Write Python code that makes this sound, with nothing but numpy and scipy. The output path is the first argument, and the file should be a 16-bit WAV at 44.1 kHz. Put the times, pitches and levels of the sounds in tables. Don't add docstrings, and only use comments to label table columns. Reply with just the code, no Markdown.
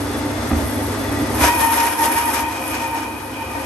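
import sys
import numpy as np
from scipy import signal
from scipy.fft import rfft, irfft
from scipy.io import wavfile

SR = 44100
rng = np.random.default_rng(int(sys.argv[2]) if len(sys.argv) > 2 else 0)


def file_out(sig):
    cols = np.atleast_2d(sig).T
    lim = np.clip(cols, -1, 1)
    pcm = np.round(lim * 32767).astype(np.int16)
    wavfile.write(sys.argv[1], SR, pcm)


N = 160965
TOUCH_S = 1.335


def from_db(db):
    return 10 ** (np.asarray(db) / 20)


def rms_one(x):
    return x / np.sqrt(np.mean(x ** 2) + 1e-20)


def in_time(rows):
    start_s, *columns = np.transpose(rows)
    time_s = np.arange(N) / SR
    return [np.interp(time_s, start_s, column) for column in columns]


def at_hz(rows):
    pitch_hz, *columns = np.transpose(rows)
    bin_hz = np.arange(N // 2 + 1) * SR / N
    return [np.interp(np.log(bin_hz + 1), np.log(pitch_hz), column) for column in columns]


def drift(rate_hz):
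    r = np.exp(-2 * np.pi * rate_hz * 20 / SR)
    noise = rng.standard_normal(N // 20 + 3002)
    slow = signal.lfilter([1], [1, -2 * r, r * r], noise)[3000:]
    return np.interp(np.arange(N) / 20, np.arange(len(slow)), rms_one(slow))


def colour(x, spectrum):
    gain = from_db(at_hz(spectrum)[0])
    return rms_one(irfft(rfft(x) * gain, N))


def resonate(peaks, patchy_db):
    out = 0
    for pitch_hz, width_hz, level_db in peaks:
        r = np.exp(-1.5 * np.pi * width_hz / SR)
        w = 2 * np.pi * pitch_hz / SR
        stage = [(1 - r * r) / 2, 0, (r * r - 1) / 2, 1, -2 * r * np.cos(w), r * r]
        noise = rng.standard_normal((2, N + SR // 4))
        ringing = signal.sosfilt([stage] * 2, noise)[:, -N:]
        out = out + from_db(level_db + patchy_db * drift(5.5)) * ringing
    return rms_one(out)


def grains(per_s, spread_db):
    size_db = spread_db * np.minimum(rng.exponential(1, (2, N)), 5)
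    sizes = from_db(size_db) * rng.choice([-1, 1], (2, N))
    return sizes * (rng.random(N) < per_s / SR)


def motor_hum(hum_db):
    # pitch_hz [Hz], level_db [dB]
    hum_tones = [(100.6, -2.5), (301.8, -15.5)]
    t = np.arange(N) / SR
    hum = 0
    for pitch_hz, level_db in hum_tones:
        sine = np.sin(2 * np.pi * (pitch_hz * t + rng.random()))
        hum = hum + from_db(level_db + hum_db) * np.sqrt(2) * sine
    return hum


def frame_rumble(swing_db):
    # [dB, relative]
    frame = [(67.3, 20.4, 2), (133.9, 8, -2.5), (203, 8.2, -11.5), (231, 4.6, 3.5), (253, 10.2, 2.5),
             (290, 23.4, 5), (305.5, 70, -8.5), (361, 29, -11), (407.3, 19.5, -4), (525, 5.9, -0.5),
             (656.5, 42, -8), (841.5, 39, -13.5), (895.4, 10.8, -1.5), (1217, 8.3, -4.5)]
    rumble_db, follows = -25.5, 1
    return from_db(rumble_db + follows * swing_db) * resonate(frame, patchy_db=0.8)


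def blade_whirr(swing_db):
    # [dB per Hz, relative]
    whirr_spectrum = [(40, 0.5), (170, -12), (450, -1.5), (1000, -6.5), (1900, -10), (2850, -17.5),
                      (3400, -18), (6000, -19.5), (7300, -23), (9300, -21.5), (12000, -35)]
    # [dB per Hz, relative]
    sizzle_spectrum = [(3000, -48), (7300, -21), (9300, -4), (11100, 4), (12100, -3.5), (13000, -43),
                       (13600, -36), (14500, -45)]
    # start_s [s], level_db [dB]
    idle_sizzle = [(0, -36), (.07, -39), (.2, -40), (.35, -43), (.52, -39), (.65, -36.5), (.88, -35.5),
                   (.95, -38.5), (1.1, -39), (1.36, -40)]
    whirr_db, follows = -27.5, 0.76
    noise = rng.standard_normal((2, N)) * from_db(0.7 * drift(9))
    whirr = from_db(whirr_db) * colour(noise, whirr_spectrum)
    clicks = grains(per_s=2300, spread_db=3.0) * from_db(1.4 * drift(31))
    sizzle = from_db(in_time(idle_sizzle)[0]) * colour(clicks, sizzle_spectrum)
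    return from_db(follows * swing_db) * (whirr + sizzle)


def blade_whine():
    whine_hz, width_hz = 3445, 26
    start_db, fade_db_per_s = -45.5, 1.5
    t = np.arange(N) / SR
    free = np.clip((TOUCH_S - t) / 0.054, 0, 1)
    level = from_db(start_db - fade_db_per_s * t)
    return level * free * resonate([(whine_hz, width_hz, 0)], patchy_db=1.3)


def guides():
    # [dB, relative]
    rings = [(1820, -3), (2010, 3), (2480, -8)]
    # start_s [s], level_db [dB]
    ring_level = [(0, -56), (.3, -39), (.6, -46), (.74, -40), (.88, -45), (1.12, -35), (1.3, -39),
                  (1.4, -64)]
    wander, rattle_db = 0.027, 2
    out = 0
    for pitch_hz, level_db in rings:
        phase = 2 * np.pi * np.cumsum(pitch_hz * (1 + wander * drift(1.8))) / SR
        level = from_db(level_db + rattle_db * drift(11))
        sides = [drift(40) * np.sin(phase) + drift(38) * np.cos(phase) for side in range(2)]
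        out = out + level * np.array(sides)
    return from_db(in_time(ring_level)[0]) * rms_one(out)


def idling():
    # start_s [s], level_db [dB]
    idle_level = [(0.0, -30.5), (0.03, -31.5), (0.59, -29.5), (0.66, -30), (1.33, -27.5), (1.73, -40),
                  (2.68, -39.5), (3.2, -39.5), (3.65, -37.5)]
    hum_db, = in_time(idle_level)
    swing_db = hum_db + 31
    return (motor_hum(hum_db) + frame_rumble(swing_db) + blade_whirr(swing_db)
            + blade_whine() + guides())


def knocks():
    # start_s [s], level_db [dB], hard_db [extra dB of the modes above hard_hz]
    blows = [(0.433, -22, -7), (0.505, -32, 20), (0.509, -29, 15), (0.515, -8.5, 1), (0.532, -20, 9.5),
             (0.554, -13.5, -6), (0.623, -14.5, -5), (1.412, -14.5, -1), (1.442, -22, 19)]
    # pitch_hz [Hz], level_db [dB, relative], t60_s [s to fall by 60 dB]
    table_modes = [(74, 2, 0.13), (238.7, -5, 0.15), (300, -8, 0.12), (538, -13, 0.12), (764, -11, 0.04),
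                   (1240, -8, 0.022), (1890, -9, 0.012), (2450, -10, 0.01)]
    hard_hz, contact_hz = 700, 1200
    spread_db = 1.2
    start_s, blow_db, hard_db = np.transpose(blows)
    at = (start_s * SR).astype(int)
    out = 0
    for pitch_hz, level_db, t60_s in table_modes:
        chance_db = rng.normal(0, spread_db, (len(at), 2)).T
        clicks = np.full((2, N), 1e-18)
        clicks[:, at] = from_db(blow_db + level_db + hard_db * (pitch_hz > hard_hz) + chance_db)
        r = from_db(-60 / (t60_s * SR))
        w = 2 * np.pi * pitch_hz / SR
        out = out + signal.lfilter([0, np.sin(w)], [1, -2 * r * np.cos(w), r * r], clicks)
    return signal.sosfilt(signal.butter(1, contact_hz, fs=SR, output="sos"), out)


def tooth_tone():
    # start_s [s], level_db [dB]
    tone_level = [(1.38, -48), (1.44, -20), (1.505, -17.5), (1.53, -22), (1.57, -20.5), (1.6, -23),
                  (1.65, -15), (1.71, -20.5), (1.79, -15), (1.93, -24.5), (1.96, -37), (2.0, -15),
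                  (2.15, -24.5), (2.18, -17), (2.22, -26), (2.3, -17), (2.32, -50), (2.35, -22.5),
                  (2.5, -30), (2.62, -35), (2.66, -48), (2.71, -29), (2.79, -34.5), (2.82, -26),
                  (2.88, -29.5), (2.94, -23.5), (3.04, -31.5), (3.1, -30), (3.14, -41), (3.17, -34),
                  (3.2, -51), (3.23, -32), (3.35, -48), (3.37, -36), (3.42, -29), (3.46, -41), (3.57, -27),
                  (3.62, -34)]
    # start_s [s], pitch_hz [Hz]
    tooth_rate = [(1.4, 959), (1.55, 938.5), (1.68, 907.6), (1.8, 939), (1.93, 936), (2.0, 920.7),
                  (2.15, 928), (2.28, 935), (2.45, 913), (2.9, 915.5), (3.65, 912.6)]
    # [dB, relative]
    multiples = [0.1, -11]
    jitter_hz, flutter_db = 14, 2.4
    follow, follow_from_db = 0.18, -16
    tone_db, = in_time(tone_level)
    rate_hz, = in_time(tooth_rate)
    sides = []
    for side in range(2):
        phase = 2 * np.pi * np.cumsum(rate_hz + jitter_hz * drift(43.9)) / SR
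        flutter = from_db(flutter_db * drift(34))
        tone = 0
        for k, level_db in enumerate(multiples):
            level = from_db(level_db + k * follow * (tone_db - follow_from_db))
            tone = tone + level * flutter ** (1 + 0.3 * k) * np.sin((k + 1) * phase)
        sides.append(rms_one(tone))
    return from_db(tone_db) * np.array(sides)


def bone_grinding():
    # [upper ring, dB]
    bite = [(1.347, -47, -27.5, -47), (1.375, -40, -34, -41), (1.39, -34.5, -24, -36),
            (1.44, -24.5, -21, -26), (1.475, -29.5, -20, -26), (1.52, -33.5, -30, -26.5),
            (1.58, -34, -21.5, -29.5), (1.64, -28, -20.5, -30), (1.7, -36, -25, -30),
            (1.73, -31.5, -20.5, -36), (1.81, -32.5, -28, -27), (1.83, -34, -27, -36),
            (1.89, -32.5, -23.5, -28.5), (1.95, -37, -29, -36), (2.01, -30, -23.5, -38),
            (2.06, -31, -22.5, -40), (2.1, -33.5, -27, -33), (2.13, -32.5, -20.5, -28),
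            (2.15, -37, -29.5, -34), (2.18, -31.5, -26.5, -30.5), (2.27, -38.5, -29, -32.5),
            (2.33, -33, -27, -34), (2.34, -28.5, -19.5, -39), (2.37, -32.5, -30, -29.5),
            (2.42, -36.5, -29, -38), (2.45, -40.5, -37, -31), (2.5, -42.5, -36, -37),
            (2.58, -42.5, -39, -33), (2.7, -39, -28, -35.5), (2.74, -37.5, -35.5, -30),
            (2.92, -45, -38, -34.5), (2.95, -39, -33, -35), (2.98, -42, -41.5, -33.5),
            (3.17, -56.5, -42.5, -39), (3.31, -64, -43, -41.5), (3.34, -61, -46, -33.5),
            (3.52, -50, -41, -37), (3.6, -48, -42, -37)]
    # [dB per Hz, relative]
    grind_spectrum = [(170, -21.5), (300, -4.5), (500, -4), (1100, -3), (1600, -3), (2100, -5.5),
                      (2700, -8), (3100, -9), (4300, -14.5), (5600, -10), (7300, -14.5), (9300, -16),
                      (12000, -23.5)]
    # [dB per Hz, relative]
    sizzle_spectrum = [(3000, -48), (7300, -21), (9300, -4), (11100, 4), (12100, -3.5), (13000, -43),
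                       (13600, -36), (14500, -45)]
    # [dB, relative]
    blade_modes = [(76, 9, 0), (253.6, 17.3, 0.5), (309.8, 21, 3), (530, 14.6, -1), (714, 55, -7),
                   (845, 79, -5.5), (981, 95, -3.5), (1228, 55, -5.5), (1518, 50, -8), (1912, 31, -9.5)]
    # [dB, relative]
    squeal_modes = [(2331, 34, 6), (2428, 50, 7), (2498, 54, 8), (2936, 79, -3), (3190, 120, -6)]
    whole_db = 9
    blade_db, blade_follows = -27.5, 0.31
    grind_db, sizzle_db, squeal_db = in_time(bite)
    rasp = from_db(1.5 * drift(13))
    chips = grains(per_s=14000, spread_db=3.5) * rasp * from_db(1.65 * drift(15))
    grind = from_db(grind_db + whole_db) * colour(chips, grind_spectrum)
    specks = grains(per_s=10000, spread_db=3.5) * rasp * from_db(1.0 * drift(48))
    sizzle = from_db(sizzle_db) * colour(specks, sizzle_spectrum)
    blade = from_db(blade_db + blade_follows * (grind_db + 38)) * resonate(blade_modes, patchy_db=1.03)
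    squeal = from_db(squeal_db) * resonate(squeal_modes, patchy_db=0.8)
    return grind + sizzle + blade + squeal


def cutting():
    touching = np.clip((np.arange(N) / SR - TOUCH_S) / 0.012, 0, 1)
    return touching * (tooth_tone() + bone_grinding())


def scene():
    return idling() + knocks() + cutting()


def record(dry):
    # [left minus right, dB]
    ports = [(60, .985, 0, 0), (130, .97, 0, 1), (260, .9, -.2, -1), (550, .8, -.3, 0), (1100, .55, .1, 2),
             (1700, .3, -1, 2.5), (2400, .3, -1, .5), (3800, .4, -.7, 2), (5200, .12, -2, 5),
             (6500, .38, -.5, 2.5), (7300, .25, -2, 0), (7900, .45, -.4, 1), (8700, .9, .1, .5),
             (9300, .9, 1.5, 0), (9800, .97, 2.8, 0), (10220, 1, 3.14, 0), (10500, .97, 3.5, 0),
             (11400, .92, 5.1, 0), (11800, .99, 6.1, 0), (12300, 1, 6.3, 0), (12500, .75, 6.6, 0),
             (13000, .7, 7.8, 0), (13600, .97, 9.4, 0)]
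    low_cut_hz, cutoff_hz = 63.6, 15600
    alike, turn, balance_db = at_hz(ports)
    alike = np.clip(alike, 0, 1)
    near, far = rfft(dry)
    right = alike * np.exp(1j * turn) * near + np.sqrt(1 - alike ** 2) * far
    spectra = np.array([near * from_db(balance_db / 2), right * from_db(-balance_db / 2)])
    pair = irfft(spectra, N)
    pair = signal.sosfilt(signal.butter(4, low_cut_hz, "high", fs=SR, output="sos"), pair)
    pair = 1.3 * np.tanh(pair / 1.3)
    return signal.sosfilt(signal.cheby2(12, 70, cutoff_hz, fs=SR, output="sos"), pair)


dry = scene()
out = record(dry)
file_out(out)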